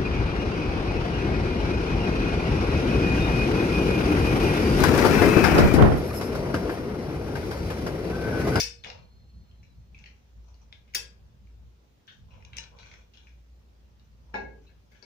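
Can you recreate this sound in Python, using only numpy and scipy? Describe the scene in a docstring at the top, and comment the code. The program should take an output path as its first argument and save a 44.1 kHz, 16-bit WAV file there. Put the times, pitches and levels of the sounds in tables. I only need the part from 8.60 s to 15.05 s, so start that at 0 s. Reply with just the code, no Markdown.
"""Steel kitchen tongs work over a frying pan: the arms snap together, the tips tick and slide, the lock rattles
and taps ring the pan. Each contact is a pair of resonant clicks and a crack that set decaying modes ringing.
Slides are sparse random jerks through body resonances, and a thin high sine flickers, fades and sags in pitch.
A small hard kitchen, made of decaying noise, answers contacts and slides. A wavering low sine hums over
rumble and soft hiss, both of them shaped noise."""
import sys
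import numpy as np
from scipy import signal
from scipy.fft import rfft, irfft, next_fast_len
from scipy.io import wavfile
from scipy.ndimage import uniform_filter1d, map_coordinates

SR = 44100
rng = np.random.default_rng(int(sys.argv[2]) if len(sys.argv) > 2 else 0)


def transcribe(signal):
    """Save signal, clipped to [-1, 1], as a 16-bit WAV file at the path in sys.argv[1]."""
    frames = np.atleast_2d(signal).T
    limited = np.clip(frames, -1, 1)
    pcm = np.round(limited * 32767).astype(np.int16)
    wavfile.write(sys.argv[1], SR, pcm)


N = 284425
RING = 2 * SR // 5  # samples kept of every ring and room tail
HALVES = np.array([[0.5], [-0.5]])  # shares a left-right difference between the two sides
# left-right correlation of diffuse sound: freq_hz, likeness (-1 to 1)
LIKENESS = [(60, 0.57), (180, 0.8), (550, 0.055), (1650, -0.17), (4970, 0.082), (15000, -0.3)]


def amp(db):
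    """Decibels express an amplitude ratio on a logarithmic scale."""
    return 10 ** (np.asarray(db) / 20)


def unit(x):
    """Division by the root mean square gives a signal unit effective level."""
    return x / np.sqrt(np.mean(x ** 2) + 1e-20)


def along(points, hz):
    """Spectral properties are interpolated over log frequency from (freq_hz, value) points."""
    point_hz, value = np.transpose(points)
    return np.interp(np.log(hz + 1), np.log(point_hz + 1), value)


def curves(rows, outside=None):
    """Envelopes: linear interpolation in time gives one curve for each column after the time."""
    s, *columns = np.transpose(rows)
    t = np.arange(N) / SR
    return [np.interp(t, s, column, outside, outside) for column in columns]


def wobble(rate):
    """Slow random modulation: a spline through Gaussian knots, rate of them a second."""
    knots = rng.standard_normal(int(N * rate / SR) + 4)
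    return map_coordinates(knots, [np.arange(N) * rate / SR])


def filtered(x, response):
    """Linear filtering: the spectrum is multiplied by a complex frequency response."""
    size = next_fast_len(x.shape[-1] + 8192)
    spectrum = rfft(x, size) * response(np.fft.rfftfreq(size, 1 / SR))
    return irfft(spectrum, size)[..., :x.shape[-1]]


def resonances(peaks):
    """Damped oscillators in parallel, of alternating sign, from rows of freq_hz, width_hz, level_db."""
    def response(f):
        return sum((-1) ** k * amp(db) * 1j * f * width / (hz * hz - f * f + 1j * f * width)
                   for k, (hz, width, db) in enumerate(peaks))
    return response


def tone(hz, db, lag):
    """Phase is the integral of frequency; db sets the rms level and the right side lags by lag radians."""
    phase = 2 * np.pi * np.cumsum(hz) / SR
    return np.sqrt(2) * amp(db) * np.sin(phase - np.array([[0], [lag]]))


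def rush(spectrum, patchy_db):
    """Partly correlated stereo noise of unit rms, with random gain over patches of time and frequency."""
    z = signal.stft(rng.standard_normal((2, N)), nperseg=512)[2]
    field = uniform_filter1d(rng.standard_normal(z.shape[1:]), 6, 0)
    field = uniform_filter1d(field, 8, 1)
    pair = signal.istft(z * amp(patchy_db * unit(field)), nperseg=512)[1][:, :N]

    def mid_side(hz):
        # mid and side weights at this angle give the wanted correlation
        angle = np.arccos(np.clip(along(LIKENESS, hz), -1, 1)) / 2
        return amp(along(spectrum, hz)) * [np.cos(angle), np.sin(angle)]
    mid, side = filtered(pair, mid_side)
    return unit(np.array([mid + side, mid - side]))


def background():
    """Tonal and broadband noise add: a wavering hum, patchy rumble and smoother hiss."""
    # slow changes of level: time_s, hum_db, rumble_db
    swells = [(0.0, -48.5, -57), (0.05, -52.5, -54.5), (0.09, -50.5, -57), (0.36, -64, -54),
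              (0.72, -52.5, -56.5), (0.79, -54.5, -49), (0.88, -56, -59), (1.2, -51, -53.5),
              (1.72, -60, -60.5), (1.78, -49, -52), (1.83, -52.5, -58.5), (2.23, -58, -59.5),
              (3.02, -50.5, -57.5), (3.29, -62.5, -62.5), (3.43, -81, -67), (3.66, -58.5, -54),
              (3.97, -54, -54), (4.49, -61.5, -62.5), (4.74, -52, -62.5), (4.8, -53.5, -63.5),
              (5.66, -57.5, -57.5), (5.69, -51, -67), (5.78, -50.5, -53), (5.91, -51.5, -55.5),
              (6.25, -63, -62), (6.45, -66, -65.5)]
    # relative spectral density of the rumble: freq_hz, level_db
    rumble_spectrum = [(15, -35), (25, -7.5), (42, -14), (55, -4), (72, 1), (90, -0.5), (120, -4.5),
                       (230, -14.5), (300, -37.5), (500, -91.5)]
    # relative spectral density of the hiss: freq_hz, level_db
    hiss_spectrum = [(120, -32), (200, -5), (350, -8.5), (500, -9), (710, -13.5), (1230, -17.5),
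                     (1590, -20), (3200, -21.5), (6050, -25), (9000, -25), (15500, -24.5), (15700, -42.5)]
    hum_centre_hz, hiss_db = 58.8, -67.5
    hum_db, rumble_db = curves(swells)
    rumble = amp(rumble_db + 0.89 * wobble(14)) * rush(rumble_spectrum, patchy_db=1.5)
    hum = tone(hum_centre_hz + 1.8 * wobble(12), hum_db + 2.3 * wobble(15), lag=0.14)
    return hum + rumble + amp(hiss_db) * rush(hiss_spectrum, patchy_db=1.2)


def kitchen(x, delay):
    """Reverberation: convolution with fresh noise that decays by frequency and builds up over delay seconds."""
    # reverberation time of the small hard room: freq_hz, t60_s
    decay_times = [(200, 0.8), (1000, 0.33), (3000, 0.31), (7000, 0.26), (10000, 0.2), (15000, 0.15)]
    hz, t, (a, b) = signal.stft(rng.standard_normal((2, RING)), SR, nperseg=256)
    shared = np.clip(along(LIKENESS, hz), 0, 1)[:, None]
    z = np.array([a, shared * a + np.sqrt(1 - shared ** 2) * b])
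    decay = amp(-60 * t / along(decay_times, hz)[:, None])
    tail = signal.istft(z * decay, SR, nperseg=256)[1][:, :RING]
    tail = tail * (1 - np.exp(-np.arange(tail.shape[1]) / SR / delay))
    tail = tail / np.linalg.norm(tail[0])
    return signal.fftconvolve(np.atleast_2d(x), tail, axes=1)[:, :x.shape[-1]]


def sing():
    """Frequency and amplitude modulation: a thin, fuzzy high mode flickers, fades and sags in pitch once."""
    start_s, end_s, start_db, fade_db_per_s = 0.12, 1.3, -71.5, 7
    pitch_hz, sag_start_s, sag_end_s, sag_hz_per_s = 4230, 0.92, 1.14, 1300
    t = np.arange(N) / SR
    db = start_db - fade_db_per_s * (t - start_s) - 4 * (t > sag_end_s)
    sagging = (t > sag_start_s) & (t < sag_end_s)  # the pitch returns afterwards
    sag_hz = sag_hz_per_s * (t - sag_start_s) * sagging
    fuzz_hz = 42 * wobble(260)
    flicker_db = 3.5 * wobble(90) + 1.5 * wobble(12)
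    sounding = (t > start_s) & (t < end_s)
    return tone(pitch_hz - sag_hz + fuzz_hz, db + flicker_db, lag=1.0) * sounding


def slides():
    """Stick-slip friction: rough steel slips in tiny uneven jerks that excite the body of the tongs."""
    # strokes of steel on steel; envelope times, not always in order, and layer levels before the mix below:
    # start_s, full_s, second_full_s, end_s, body_db, bright_db, hollow_db
    strokes = [(0.238, 0.303, 0.28, 0.46, -55, -65, -49), (1.331, 1.43, 1.38, 1.9, -72.5, -71.5, -73.5),
               (1.8, 1.85, 2.03, 2.25, -84, -77, -74), (2.094, 2.126, 2.12, 2.2, -73, -81, -69.5),
               (2.31, 2.335, 2.345, 2.6, -64, -85, -75), (3.47, 3.473, 3.28, 3.61, -65.5, -52, -80),
               (3.641, 3.714, 3.95, 3.88, -75.5, -82.5, -65.5),
               (3.883, 3.953, 4.05, 4.13, -59.5, -76, -64.5), (4.093, 4.121, 4.2, 4.26, -82, -88, -63),
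               (4.164, 4.175, 4.375, 4.47, -61.5, -67, -65.5), (4.489, 4.54, 4.68, 4.9, -71.5, -76.5, -80),
               (5.419, 5.46, 5.2, 5.6, -81, -74.5, -85), (5.612, 5.672, 5.9, 5.75, -83, -88, -70),
               (6.015, 6.06, 5.8, 6.22, -70.5, -73, -82), (6.296, 6.316, 6.9, 6.47, -71, -77, -78)]
    # body resonances of the tongs: freq_hz, width_hz, level_db
    body = [(1515, 120, -2), (2390, 57, 2.5), (3400, 150, -5.5), (3670, 21, -6), (3840, 220, -14)]
    # bright resonances: freq_hz, width_hz, level_db
    bright = [(4230, 57, 1), (5740, 8, -11), (5850, 560, 0.5), (7420, 110, -7.5)]
    # hollow low resonances: freq_hz, width_hz, level_db
    hollow = [(476, 77, 0.5), (950, 200, -1)]
    start_db, end_db = -14.5, -25.5  # stroke envelope, relative to its full strength
    out = np.zeros((2, N))
    for start, full, second_full, end, *layers_db in strokes:
        a, b = round(start * SR), min(N, round((end + 0.37) * SR))
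        envelope = [(start, start_db), (full, 0), (second_full, 0), (end, end_db)]
        stroke_db = curves(envelope, outside=-120)[0][a:b]
        slips = rng.random((2, b - a)) < 0.06  # chance of a slip at each sample
        uneven_db = (3 * wobble(150) + 2.3 * wobble(35))[a:b]
        jerks = slips * rng.standard_normal((2, b - a)) * amp(uneven_db)
        rub = sum(amp(db) * unit(filtered(jerks, resonances(peaks)))
                  for peaks, db in zip((body, bright, hollow), layers_db))
        rub = amp(stroke_db) * rub
        direct = amp(-0.5) * rub * amp([[1.6], [-1.6]])  # louder on the left
        out[:, a:b] += direct + amp(-5.0) * kitchen(rub, delay=0.0029)
    return out


def bank(modes, rough):
    """Modal decay: complex tones die away while level and phase flutter, as close neighbours beat with them."""
    hz, db, t60 = np.transpose(modes)[:, :, None]
    t = np.arange(RING) / SR
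    knots = rng.standard_normal((2, len(hz), 200))
    pace = np.clip(hz / 45, 30, 400)  # knots a second; neighbours crowd towards the treble
    level, phase = [np.array([np.interp(t * p, np.arange(200), row) for p, row in zip(pace, part)])
                    for part in knots]
    depth = rough * (hz / 3000) ** 0.17
    flutter = np.exp(depth * (0.65 * level + 1.6j * phase))
    grip_db = -300 * t ** 2  # hand and food damp the late ring ever faster
    decay = amp(db - 60 * t / t60 + grip_db)
    attack = 1 - np.exp(-t / 0.00047)
    return hz, flutter * decay * np.exp(2j * np.pi * hz * t) * attack


def ring(tones, spread_db):
    """Modal superposition: each blow draws new strengths, and higher modes differ more between the two sides."""
    hz, z = tones
    start = amp(spread_db * rng.standard_normal(len(hz))) * np.exp(2j * np.pi * rng.random(len(hz)))
    apart = np.clip(hz[:, 0] / 2200, 0, 1) * rng.standard_normal((2, len(hz)))
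    sides = start * amp(1.3 * apart[::-1]) * np.exp(1.5j * apart)
    return (sides @ z).real


def click(burst, hz, width_share):
    """Resonant filtering: a burst through two equal resonances in series, scaled to unit peak."""
    peak = resonances([(hz, width_share * hz, 0)])
    x = filtered(burst, lambda f: peak(f) ** 2)
    return x / np.abs(x).max()


def contact_rows():
    """Impacts share one excitation model: all kinds become rows of the same columns, width share first."""
    # arms clash or grate together: start_s, level_db, left_right_db, click_hz, upper_hz, upper_db, crack_db,
    # contact_t60_s, arms_db, pan_db, room_db
    snap_table = [(-.008, -23.5, 5, 2920, 5380, 9, 16.5, 0.018, -2.5, -30, 0.5),
                  (2.336, -41, 3, 2350, 5600, -3.5, -4, 0.027, -40, -38.5, -7),
                  (2.3471, -25.5, 4, 2040, 6000, -12, 16.5, 0.027, -5.5, -36, -5.5),
                  (2.354, -19.5, 4.5, 3220, 5400, -2, 1.5, 0.0087, -19.5, -30.5, -2),
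                  (3.476, -50.5, 7, 1680, 3160, 4.5, -12.5, 0.11, -50, -48.5, 3)]
    # a tip meets the pan, hard and short or soft and dragging: start_s, level_db, left_right_db, click_hz,
    # upper_hz, upper_db, crack_db, contact_t60_s, pan_db, room_db
    tap_table = [(5.738, -40, 4, 626, 2415, -18, -25, 0.014, -13, 0.5),
                 (5.7415, -27.5, 7, 806, 2395, -18, -33, 0.024, -9, -0.5),
                 (5.751, -33.5, 8, 825, 3975, -12, -24, 0.0069, -9.5, 5),
                 (6.065, -63.5, 6.5, 2630, 4010, 2, -17, 0.16, -29, 0),
                 (6.091, -63.5, 11, 1645, 2590, -16.5, -34, 0.25, -7.5, -7),
                 (6.316, -60, 9.5, 2110, 4700, -10, -3.5, 0.085, -9, 2),
                 (6.347, -66.5, 24, 1640, 3070, -6, -38, 0.14, -8.5, -5),
                 (6.425, -51, 11, 613, 4850, 7.5, -24, 0.014, -8, 0.02)]
    # small contacts of tips, hinge and ring: start_s, level_db, click_hz, upper_hz, upper_db, crack_db,
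    # lock_db, room_db
    tick_table = [(0.2377, -38.5, 2280, 3160, 2, -4, -29, 2),
                  (0.2447, -28.5, 2350, 6170, -10.5, -11, -22, -3.5),
                  (0.262, -38, 750, 1500, -9, -30, -30, -2),
                  (0.2709, -44.5, 2160, 4540, 2.5, -15.5, -27, 3.5),
                  (0.3002, -34.5, 2640, 3730, 0, -5, -23, -1.5),
                  (0.9126, -53.5, 3168, 4190, -13, -17, -30, -2.5),
                  (1.0299, -52.5, 2300, 5900, -8, -5, -20, 2.5),
                  (1.3457, -45.5, 2320, 5013, -19, -18, -31, 4), (1.378, -51, 2280, 3640, -7, -19, -21, 0),
                  (1.388, -48.5, 2440, 5840, -2, -4, -28, -0.5),
                  (1.4395, -40.5, 2400, 3700, -21, -18, -33, -5),
                  (1.4586, -41.5, 2420, 4000, -7, -6, -22.5, 2),
                  (1.942, -63.5, 3270, 4340, 6, -11, -14, -2), (2.1253, -35, 2260, 3240, 0, -14, -31, -4),
                  (2.2769, -59, 2350, 5206, -20, -15, -22, 7.5),
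                  (2.8703, -61.5, 2330, 3860, -15, -7, -21, -3.5),
                  (3.7062, -56, 2590, 3760, -13, -25, -17, 6),
                  (3.7377, -52, 2380, 5410, -14, -11, -24.5, 1),
                  (3.8046, -58.5, 2280, 3610, -19, -15, -17, 3),
                  (3.824, -50, 2350, 4670, -14, -13.5, -31, -4),
                  (3.8488, -42.5, 2650, 5960, -3, -8, -22, -6.5),
                  (3.932, -37.5, 2600, 1680, -8, -13, -42, -1),
                  (3.968, -33, 2650, 6900, 3.5, -38.5, -31, 1),
                  (3.9828, -31, 2620, 5330, 0, -3, -10.5, -8.5),
                  (4.038, -39.5, 2820, 4100, -2, -2.5, -38, -8),
                  (4.1868, -49.5, 2450, 3920, 1.5, -12, -11.5, 2.5),
                  (4.2295, -44, 2300, 4580, -9, -39, -26, 2), (4.268, -53.5, 2400, 3800, 0, -14, -17, 1.5),
                  (4.3143, -43, 2260, 3550, -8, -22, -26, -0.5),
                  (4.338, -43.5, 2290, 4930, -7, -12, -23, -1.5),
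                  (4.536, -51.5, 3000, 3680, -10, -17, -20, 6),
                  (4.572, -48, 3420, 3610, -26, -20, -18.5, 4),
                  (4.6698, -46.5, 2370, 3650, -28, -17, -32, 0.5),
                  (5.3961, -55, 3613, 4470, -12, -14, -23, -3)]
    snap_lock_db = -35
    tap_narrow = 0.56  # the pan's clicks are narrower than those of the tongs
    tap_arms_db, tap_lock_db = -46, -33  # the gripped tongs barely ring on a tap
    tick_lr_db, tick_t60_s, tick_arms_db, tick_pan_db = 5.5, 0.0088, -41, -31
    snaps = [(1, *row[:-2], snap_lock_db, *row[-2:]) for row in snap_table]
    taps = [(tap_narrow, *row[:-2], tap_arms_db, tap_lock_db, *row[-2:]) for row in tap_table]
    ticks = [(1, s, db, tick_lr_db, *clicks, tick_t60_s, tick_arms_db, lock_db, tick_pan_db, room_db)
             for s, db, *clicks, lock_db, room_db in tick_table]
    return snaps + taps + ticks


def contacts():
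    """Impact excitation: two clicks and a crack set arms, lock and pan ringing, and a room answer is added."""
    # modes of the steel arms, before grip damping: freq_hz, level_db, t60_s
    arm_modes = [(471, -27, 0.79), (1773, -15.5, 0.11), (2513, -13.5, 0.24), (2610, -12, 0.2),
                 (3590, -16.5, 0.24), (4377, -15, 0.2), (4735, -1, 0.16), (5080, -10.5, 0.099),
                 (5160, -5, 0.16), (5640, -6, 0.16), (5440, -5.5, 0.08), (5390, -9, 0.11),
                 (5830, -9.5, 0.18), (6700, -14, 0.13), (6640, -17, 0.32), (7740, -15, 0.32),
                 (8340, -16.5, 0.24), (8700, -8.5, 0.22), (8830, -17, 0.18), (9870, -10.5, 0.15),
                 (10450, -14, 0.2), (10190, -15.5, .12), (11100, -10, 0.23), (11660, -18, 0.19),
                 (13020, -11, 0.15), (13100, -12.5, .1), (14800, -11, 0.16)]
    # modes of the sliding lock at the hinge, before grip damping: freq_hz, level_db, t60_s
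    lock_modes = [(917, -17.5, 0.46), (1780, -11.5, 0.31), (2360, -4.5, 0.3), (2880, -4.5, 0.22),
                  (3990, -3.5, 0.22), (4390, -17, 0.2), (5380, -14.5, 0.35), (5330, -4.5, 0.092),
                  (5650, -9.5, 0.26), (5740, -12, 0.25), (6600, -9, 0.24), (7827, -16.5, 0.077)]
    # modes of the frying pan, before grip damping: freq_hz, level_db, t60_s
    pan_modes = [(210.8, -3.5, 0.2), (289, -7.5, 0.15), (338, -11, .2), (398.3, -3.5, 0.21),
                 (444.5, -5, 0.28), (537, -13.5, .35), (585, -12.5, 0.35), (716, -12, 0.1),
                 (782, -8.5, 0.11), (836, -6, 0.25), (861, -17, 0.38), (953, -14.5, 0.37),
                 (1408, -8.5, 0.21), (1546, -19, 0.77), (1647, -7, 0.76), (1662, -3.5, 0.37),
                 (1946, -21.5, 0.57), (2190, -4.5, 0.33), (2470, -15, 0.23), (2601, -11.5, 0.23),
                 (2660, -11, 0.22), (3275, -22, 0.071), (3660, -18.5, .11), (4080, -25.5, 0.16),
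                 (4210, -25.5, 0.44), (5270, -18, 0.15), (5900, -30.5, .4), (6700, -28.5, .25)]
    # the left port faces aside: freq_hz, left_right_db
    port_aim = [(300, -8), (1500, -4), (6000, 3), (9000, -5), (15000, -7.5)]
    right_lag = 20  # samples by which a contact's clicks and crack reach the right port later
    out, t = np.zeros((2, N + 2 * RING)), np.arange(RING) / SR
    bodies = bank(arm_modes, rough=0.97), bank(lock_modes, rough=0.4), bank(pan_modes, rough=0.53)

    def thin(f):
        # thin steel radiates little bass
        return (1j * f / 1300) ** 3 / (1 + 1j * f / 1300) ** 3

    for narrow, s, db, lr_db, low_hz, high_hz, high_db, crack_db, t60, *rings_db, room_db in contact_rows():
        burst = amp(-60 * t / t60) * (1 - np.exp(-t / 0.0018)) * rng.standard_normal(RING)
        # a harder blow wakes more neighbouring modes: a wider click
        spread = narrow * np.clip(0.67 + 0.0072 * db, 0.17, 0.6)
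        hit = click(burst, low_hz, spread) + amp(high_db) * click(burst, high_hz, spread)
        hit = hit + amp(crack_db) * filtered(burst, thin)
        rings = sum(amp(ring_db) * ring(body, spread_db=2.3) for body, ring_db in zip(bodies, rings_db))
        direct = np.array([hit, np.roll(hit, right_lag)]) + rings
        # the room is fed the clicks, the crack and the left channel of the summed rings
        room_feed = hit + amp(-3.5) * rings[0]
        pair = direct + amp(room_db) * kitchen(room_feed, delay=0.0016)
        at = RING + round(s * SR)  # the margin lets a contact begin before time zero
        out[:, at:at + RING] += (amp(db + HALVES * lr_db) * pair)[:, :out.shape[1] - at]
    return filtered(out[:, RING:RING + N], lambda hz: amp(along(port_aim, hz) * HALVES))


def scene():
    """Superposition: the pressures of all sources add."""
    return contacts() + slides() + sing() + background()


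def record(dry):
    """Band limiting: the microphone loses the upper treble but for a small peak, and all above the limit."""
    # frequency response of the microphone: freq_hz, level_db
    mic_response = [(20, 0), (6200, 0.5), (7200, -4.5), (8300, -10.5), (13200, -11), (14300, -6),
                    (15450, -1), (15750, -15.5), (16700, -20)]
    band_limit_hz = 16800
    return filtered(dry, lambda hz: amp(along(mic_response, hz)) * (hz < band_limit_hz))


dry = scene()
out = record(dry)
transcribe(out)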